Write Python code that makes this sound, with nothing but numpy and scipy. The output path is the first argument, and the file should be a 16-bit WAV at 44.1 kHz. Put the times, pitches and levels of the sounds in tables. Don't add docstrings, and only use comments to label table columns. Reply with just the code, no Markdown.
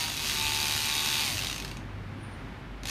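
import sys
import numpy as np
from scipy import signal
from scipy.fft import rfft, irfft, next_fast_len
from scipy.io import wavfile
from scipy.ndimage import map_coordinates

SR = 44100
rng = np.random.default_rng(int(sys.argv[2]) if len(sys.argv) > 2 else 0)


def master(y):
    cut = np.clip(np.atleast_2d(y).T, -1, 1)
    pcm = np.round(cut * 32767)
    wavfile.write(sys.argv[1], SR, pcm.astype(np.int16))


N = 127890

# time_s, speed_turns_per_s
CRANK_SPEED = [(0, 79.5), (.17, 77), (.33, 75.6), (.386, 73.9), (.83, 73.95), (.92, 74.35), (1.235, 74.35),
               (1.29, 64), (1.37, 51), (1.5, 35), (1.65, 18), (1.79, 0), (2.825, 0), (2.86, 29), (2.9, 44)]
# time_s, gain_db
DRIVE_GAIN = [(0, -31.5), (.04, -32.5), (.07, -36.5), (.17, -36), (.27, -31), (.4, -31.5), (.75, -31),
              (1.0, -31), (1.23, -29.5), (1.35, -32.5), (1.49, -38.5), (1.6, -42), (1.7, -49.5), (1.8, -62),
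              (1.9, -85), (2.83, -75), (2.86, -43.5), (2.9, -31)]
# time_s, load_ratio
CLOTH_LOAD = [(.33, 0), (.39, .8), (.52, 0.84), (.58, 1.05), (.68, 1.05), (.75, .85), (.88, .75),
              (1.03, .92), (1.22, .75), (1.28, 0)]
# time_s, pitch_hz
RING_PITCH = [(.39, 3880), (.52, 3670), (.64, 3250), (.77, 3100), (.87, 3800), (1.25, 3700)]
# start_s, relative_level_db
HARD_CLACKS = [(0.0054, -20), (0.021, -23), (0.038, -20), (0.0795, -19), (0.099, -21), (0.1178, -24),
               (0.139, -21), (0.174, -21), (0.193, -21), (0.2858, -24), (0.2962, -16.5), (1.2772, -19),
               (1.3698, -20.5), (1.3797, -20), (1.3899, -20), (1.4117, -23), (1.421, -20.5), (1.4339, -22),
               (1.4454, -19.5), (1.4574, -22), (1.469, -18.5), (1.4824, -21.5), (1.497, -19), (1.5118, -21),
               (1.5272, -20.5), (1.5425, -25.5), (1.5603, -21.5), (1.5796, -24.5), (1.5997, -26),
               (1.6222, -26.5), (1.6472, -22), (1.6781, -29), (1.713, -26.5), (1.7691, -30), (2.8332, -28),
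               (2.8542, -21.5), (2.8715, -23.5), (2.8841, -21.5), (2.8964, -21.5)]
# frequency_hz, gain_db
SNAP_SPECTRUM = [(200, -7), (1000, -1.5), (2300, -6), (3100, 2), (3800, 4.5), (5000, -1), (7500, -1),
                 (15000, -3.5)]
# frequency_hz, gain_db
CLACK_SPECTRUM = [(200, -4), (750, 1), (1100, 0.5), (1700, -2.5), (2500, 2.5), (3400, 3), (5000, -1.5),
                  (7500, -1.5), (11000, -5), (15000, -9)]
# frequency_hz, gain_db
TOOTH_SPECTRUM = [(300, -12), (1200, -5), (2200, 0), (3200, -1), (4600, 1), (7000, -0.5), (15000, 3)]
# frequency_hz, gain_db
SCRAPE_SPECTRUM = [(200, -0.5), (1000, -1.5), (2500, -1), (5000, 2), (9000, 2), (15000, -1)]
# centre_hz, width_hz, gain_db
BODY_MODES = [(946, 110, -12), (2620, 380, -2), (3890, 520, -3.5), (4580, 260, -0.5), (6370, 690, -8),
              (9120, 790, -9.5), (11800, 1400, -14)]
# frequency_hz, gain_db
SHELL_RESPONSE = [(100, -41), (450, -12.5), (750, -6.5), (1400, -3), (2200, 0.5), (3200, -1), (5000, -2.5),
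                  (6500, -3.5), (7600, -9.5), (9200, -7.5), (10300, -12.5), (12000, -8.5), (15500, -17)]
# time_s, level_db
MESH_LEVEL = [(0, -44), (.06, -46), (.12, -53.5), (.32, -54), (.4, -43.5), (.6, -44), (.8, -46.5),
              (1.22, -45), (1.32, -50), (1.5, -63), (1.7, -100)]
# multiple_of_crank_speed, relative_level_db
WHINE_ORDERS = [(5, -23), (10, -24), (11, -23), (13, -24), (15, -19), (16, -19), (23, -23), (27, -19.5),
                (32, -16), (33, -15.5), (35, -13.5), (36, -13.5), (38, -14.5), (44, -14.5), (62, -26),
                (63, -16)]
# start_s, level_db
TABLE_BUMPS = [(.345, -42), (0.451, -30), (.482, -41), (.562, -33), (0.602, -28)]
# frequency_hz, decay_s
REVERB_TIME = [(200, 0.33), (3000, 0.32), (12000, 0.25)]
# frequency_hz, gain_db
RUSH_SPECTRUM = [(20, -25), (38, -6), (70, -1.5), (135, 1.5), (200, -4.5), (260, -3.5), (385, -10.5),
                 (440, -14), (900, -14), (2000, -17), (3000, -23), (4500, -30.5), (7500, -43),
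                 (10000, -44.5), (15000, -51.5)]
# low_pitch_hz, high_pitch_hz
HUM_PITCHES = (48.7, 100.6)
# time_s, level_db
LOW_HUM_LEVEL = [(0, -49), (.7, -51), (1.2, -54), (1.65, -45.5), (2.05, -45.5), (2.22, -63), (2.35, -50),
                 (2.6, -48.5), (2.73, -41), (2.9, -45)]
# time_s, level_db
HIGH_HUM_LEVEL = [(0, -51), (.8, -46.5), (1.0, -62), (1.25, -63), (1.36, -38), (1.46, -59), (1.76, -59),
                  (1.85, -42), (2.22, -42.5), (2.5, -53), (2.9, -60)]
# pitch_hz, level_db
MACHINE_TONES = [(226, -60), (390, -62), (833, -66)]

GEAR_TEETH = 12
FIRST_BITE_S, KNOCKS_END_S = .3857, 1.365
TIME_S = np.arange(N) / SR


def snaps(turns, load, snap_db=-8, bounce_s=0.000778, bounce_db=-7, ring_db=-28.5, ring_decay_s=.0007):
    times, samples = contacts(turns, per_turn=1, scatter_s=1.5e-5)
    sizes = amp(rng.normal(0, 0.61, len(times))) * load[samples]
    cuts = impacts(times, amp(snap_db) * sizes, rough=.3, rise_s=0.002, fall_s=0.0011)
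    rebound_times = times + bounce_s + rng.normal(0, 5e-5, len(times))
    cuts += pulses(rebound_times, amp(snap_db + bounce_db) * sizes)
    latest = np.maximum(np.searchsorted(times, TIME_S) - 1, 0)
    age_s = np.maximum(TIME_S - times[latest], 0)
    ring = sizes[latest] * np.sin(2 * np.pi * curve(RING_PITCH) * age_s) * np.exp(-age_s / ring_decay_s)
    return amp(ring_db) * ring + shaped(bending(cuts), SNAP_SPECTRUM)


def clacks(turns, drive, load, knock_db=16.5, clack_db=8.5):
    times, samples = contacts(turns, per_turn=2, scatter_s=0.000407)
    cushion = 1 - 0.69 * np.clip(load[samples], 0, 1)
    sizes = amp(knock_db + rng.normal(0, 1.8, len(times))) * drive[samples] * cushion
    knocks = impacts(times, sizes * (times < KNOCKS_END_S), rough=0.76, rise_s=0.00073, fall_s=0.0017)
    start_s, level_db = np.transpose(HARD_CLACKS)
    hard = impacts(start_s + .001, amp(level_db + clack_db), rough=0.92, rise_s=0.00034, fall_s=0.0025)
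    return shaped(bending(knocks), SNAP_SPECTRUM) + shaped(bending(hard), CLACK_SPECTRUM)


def gear_chatter(turns, drive, load, backlash_s=0.000132, gain_db=-7):
    times, samples = contacts(turns, per_turn=GEAR_TEETH, scatter_s=3e-5)
    count = len(times)
    force_error, spacing_error = rng.standard_normal((GEAR_TEETH, 2))[np.arange(count) % GEAR_TEETH].T
    play_s = backlash_s * np.clip(1 - 2 * load[samples], 0, 1) * rng.standard_normal(count)
    sizes = amp(1.4 * force_error + rng.normal(0, 3.2, count))
    ticks = impacts(times + 0.0003965 * spacing_error + play_s, sizes,
                    rough=0.18, rise_s=.0001, fall_s=0.00055)
    ticks = shaped(bending(ticks), TOOTH_SPECTRUM)
    return drive * amp(gain_db) * ticks / np.std(ticks[:SR])


def blade_scrape(turns, drive, gain_db=-6):
    noise = rng.standard_normal(N)
    swell_db = 3.0 * np.cos(4 * np.pi * turns) + 2.05 * wobble(400)
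    return drive * amp(gain_db) * shaped(unit(noise * amp(swell_db)), SCRAPE_SPECTRUM)


def bending(x, spread_s=0.00079, corner_hz=5000):
    size = next_fast_len(N + SR // 4)
    hz = np.fft.rfftfreq(size, 1 / SR)
    delay_s = spread_s * (1 / (1 + (hz / corner_hz) ** 2) - .5)
    phase = 2 * np.pi * np.cumsum(delay_s) * SR / size
    return irfft(rfft(x, size) * np.exp(-1j * phase), size)[:N]


def housing(x, modes_db=2):
    def response(hz):
        mode_power = sum(amp(db + modes_db) ** 2 / (1 + (2 * (hz - centre) / width) ** 2) ** 2
                         for centre, width, db in BODY_MODES)
        return np.sqrt(amp(along(SHELL_RESPONSE, hz)) ** 2 + mode_power)
    return filtered(x, response)


def mesh_tone(turns, waver_db=1, flutter_rad=0.27):
    level = amp(curve(MESH_LEVEL) + waver_db * wobble(9.1))
    return np.sqrt(2) * level * np.sin(2 * np.pi * GEAR_TEETH * turns + flutter_rad * wobble(60))


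def gear_whine(turns, drive, load, gain_db=-2, load_db=3, waver_db=2.5, flutter_rad=0.28):
    pace = curve(CRANK_SPEED) / curve(CRANK_SPEED).max()
    load = np.clip(load, 0, 1)
    partials = np.zeros(N)
    for order, db in WHINE_ORDERS:
        level = amp(db + waver_db * wobble(8.93))
        phase = 2 * np.pi * (order * turns + rng.random())
        partials += level * np.sin(phase + flutter_rad * (2 - load) * wobble(70))
    return np.sqrt(2) * drive * pace ** 2 * amp(gain_db + load_db * (load - 0.5)) * partials


def table_bumps(pitch_hz=88, decay_s=0.0082):
    start_s, level_db = np.transpose(TABLE_BUMPS)
    age_s = np.maximum(TIME_S - start_s[:, None], 0)
    return -amp(level_db) @ (np.sin(2 * np.pi * pitch_hz * age_s) * np.exp(-age_s / decay_s))


def cloth_swish(peak_s=2.274, half_width_s=.08, centre_hz=9400, width_hz=330, level_db=-62.5):
    band = filtered(rng.standard_normal(N), lambda hz: 1 / (1 + (2 * (hz - centre_hz) / width_hz) ** 4))
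    stroke = 1 / (1 + ((TIME_S - peak_s) / half_width_s) ** 4)
    return unit(band) * stroke * amp(level_db + 3.6 * wobble(24.83))


def reverberation(x, gain_db=-5.5):
    hz, age_s, spectra = signal.stft(rng.standard_normal(SR // 2), SR, nperseg=256)
    decay = amp(-60 * age_s / along(REVERB_TIME, hz)[:, None])
    tail = signal.istft(spectra * decay, SR, nperseg=256)[1]
    delayed = np.pad(x, (SR // 400, 0))
    return amp(gain_db) * signal.fftconvolve(delayed, tail / np.linalg.norm(tail))[:N]


def room_background(rush_db=-42.5):
    rush = amp(rush_db + 0.8 * wobble(5.89)) * unit(shaped(rng.standard_normal(N), RUSH_SPECTRUM))
    low_hz, high_hz = HUM_PITCHES
    notes = [(low_hz, curve(LOW_HUM_LEVEL)), (high_hz, curve(HIGH_HUM_LEVEL)), *MACHINE_TONES]
    tones = sum(amp(db + wobble(8.15)) * np.sin(2 * np.pi * hz * TIME_S + 0.39 * wobble(5))
                for hz, db in notes)
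    return rush + np.sqrt(2) * tones


def crank_turns():
    turns = np.cumsum(curve(CRANK_SPEED)) / SR
    return turns - turns[int(FIRST_BITE_S * SR)]


def contacts(turns, per_turn, scatter_s):
    marks = np.arange(np.ceil(turns[0] * per_turn), turns[-1] * per_turn) / per_turn
    samples = np.interp(marks, turns, np.arange(N))
    return samples / SR + rng.normal(0, scatter_s, len(samples)), samples.astype(int)


def impacts(times, sizes, rough, rise_s, fall_s):
    lag_s = np.arange(-SR // 100, SR // 100) / SR
    burst = np.exp(-2 * np.abs(lag_s) / np.where(lag_s < 0, rise_s, fall_s))
    energy = np.bincount(np.clip(times * SR, 0, N - 1).astype(int), sizes ** 2, N)
    power = np.abs(signal.fftconvolve(energy, burst / burst.sum(), 'same'))
    grit = np.sqrt(power) * rng.standard_normal(N)
    return np.sqrt(1 - rough) * pulses(times, sizes) + np.sqrt(rough) * grit


def pulses(times, sizes):
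    centres = times[:, None] * SR
    taps = np.floor(centres).astype(int) + np.arange(-7, 9)
    kernel = np.sinc(taps - centres) * np.sinc((taps - centres) / 8) * ((taps >= 0) & (taps < N))
    return np.bincount(np.clip(taps, 0, N - 1).ravel(), (kernel * sizes[:, None]).ravel(), N)


def filtered(x, response):
    size = 2 * next_fast_len(N // 2 + SR // 8)
    gain = unit(response(np.fft.rfftfreq(size, 1 / SR)))
    cepstrum = irfft(np.log(np.maximum(gain, 1e-6)))
    cepstrum[1:size // 2] *= 2
    cepstrum[size // 2 + 1:] = 0
    return irfft(rfft(x, size) * np.exp(rfft(cepstrum)), size)[:N]


def shaped(x, spectrum):
    return filtered(x, lambda hz: amp(along(spectrum, hz)))


def along(rows, hz):
    row_hz, values = np.transpose(rows)
    return np.interp(np.log(hz + 1), np.log(row_hz + 1), values)


def curve(rows):
    return np.interp(TIME_S, *np.transpose(rows))


def wobble(rate_hz):
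    knots = rng.standard_normal(int(N * rate_hz / SR) + 4)
    return map_coordinates(knots, [TIME_S * rate_hz])


def amp(db):
    return 10 ** (np.asarray(db) / 20)


def unit(x):
    return x / np.sqrt(np.mean(x ** 2) + 1e-20)


def scene():
    turns, drive, load = crank_turns(), amp(curve(DRIVE_GAIN)), curve(CLOTH_LOAD)
    blades = snaps(turns, load) + clacks(turns, drive, load)
    rattle = housing(blades + gear_chatter(turns, drive, load) + blade_scrape(turns, drive))
    scissors = rattle + reverberation(rattle) + mesh_tone(turns) + gear_whine(turns, drive, load)
    return (scissors + room_background() + table_bumps() + cloth_swish())[None]


def record(dry, cutoff_hz=15500):
    size = next_fast_len(N + SR // 4)
    passband = np.fft.rfftfreq(size, 1 / SR) < cutoff_hz
    return irfft(rfft(dry, size) * passband, size)[..., :N]


dry = scene()
out = record(dry)
master(out)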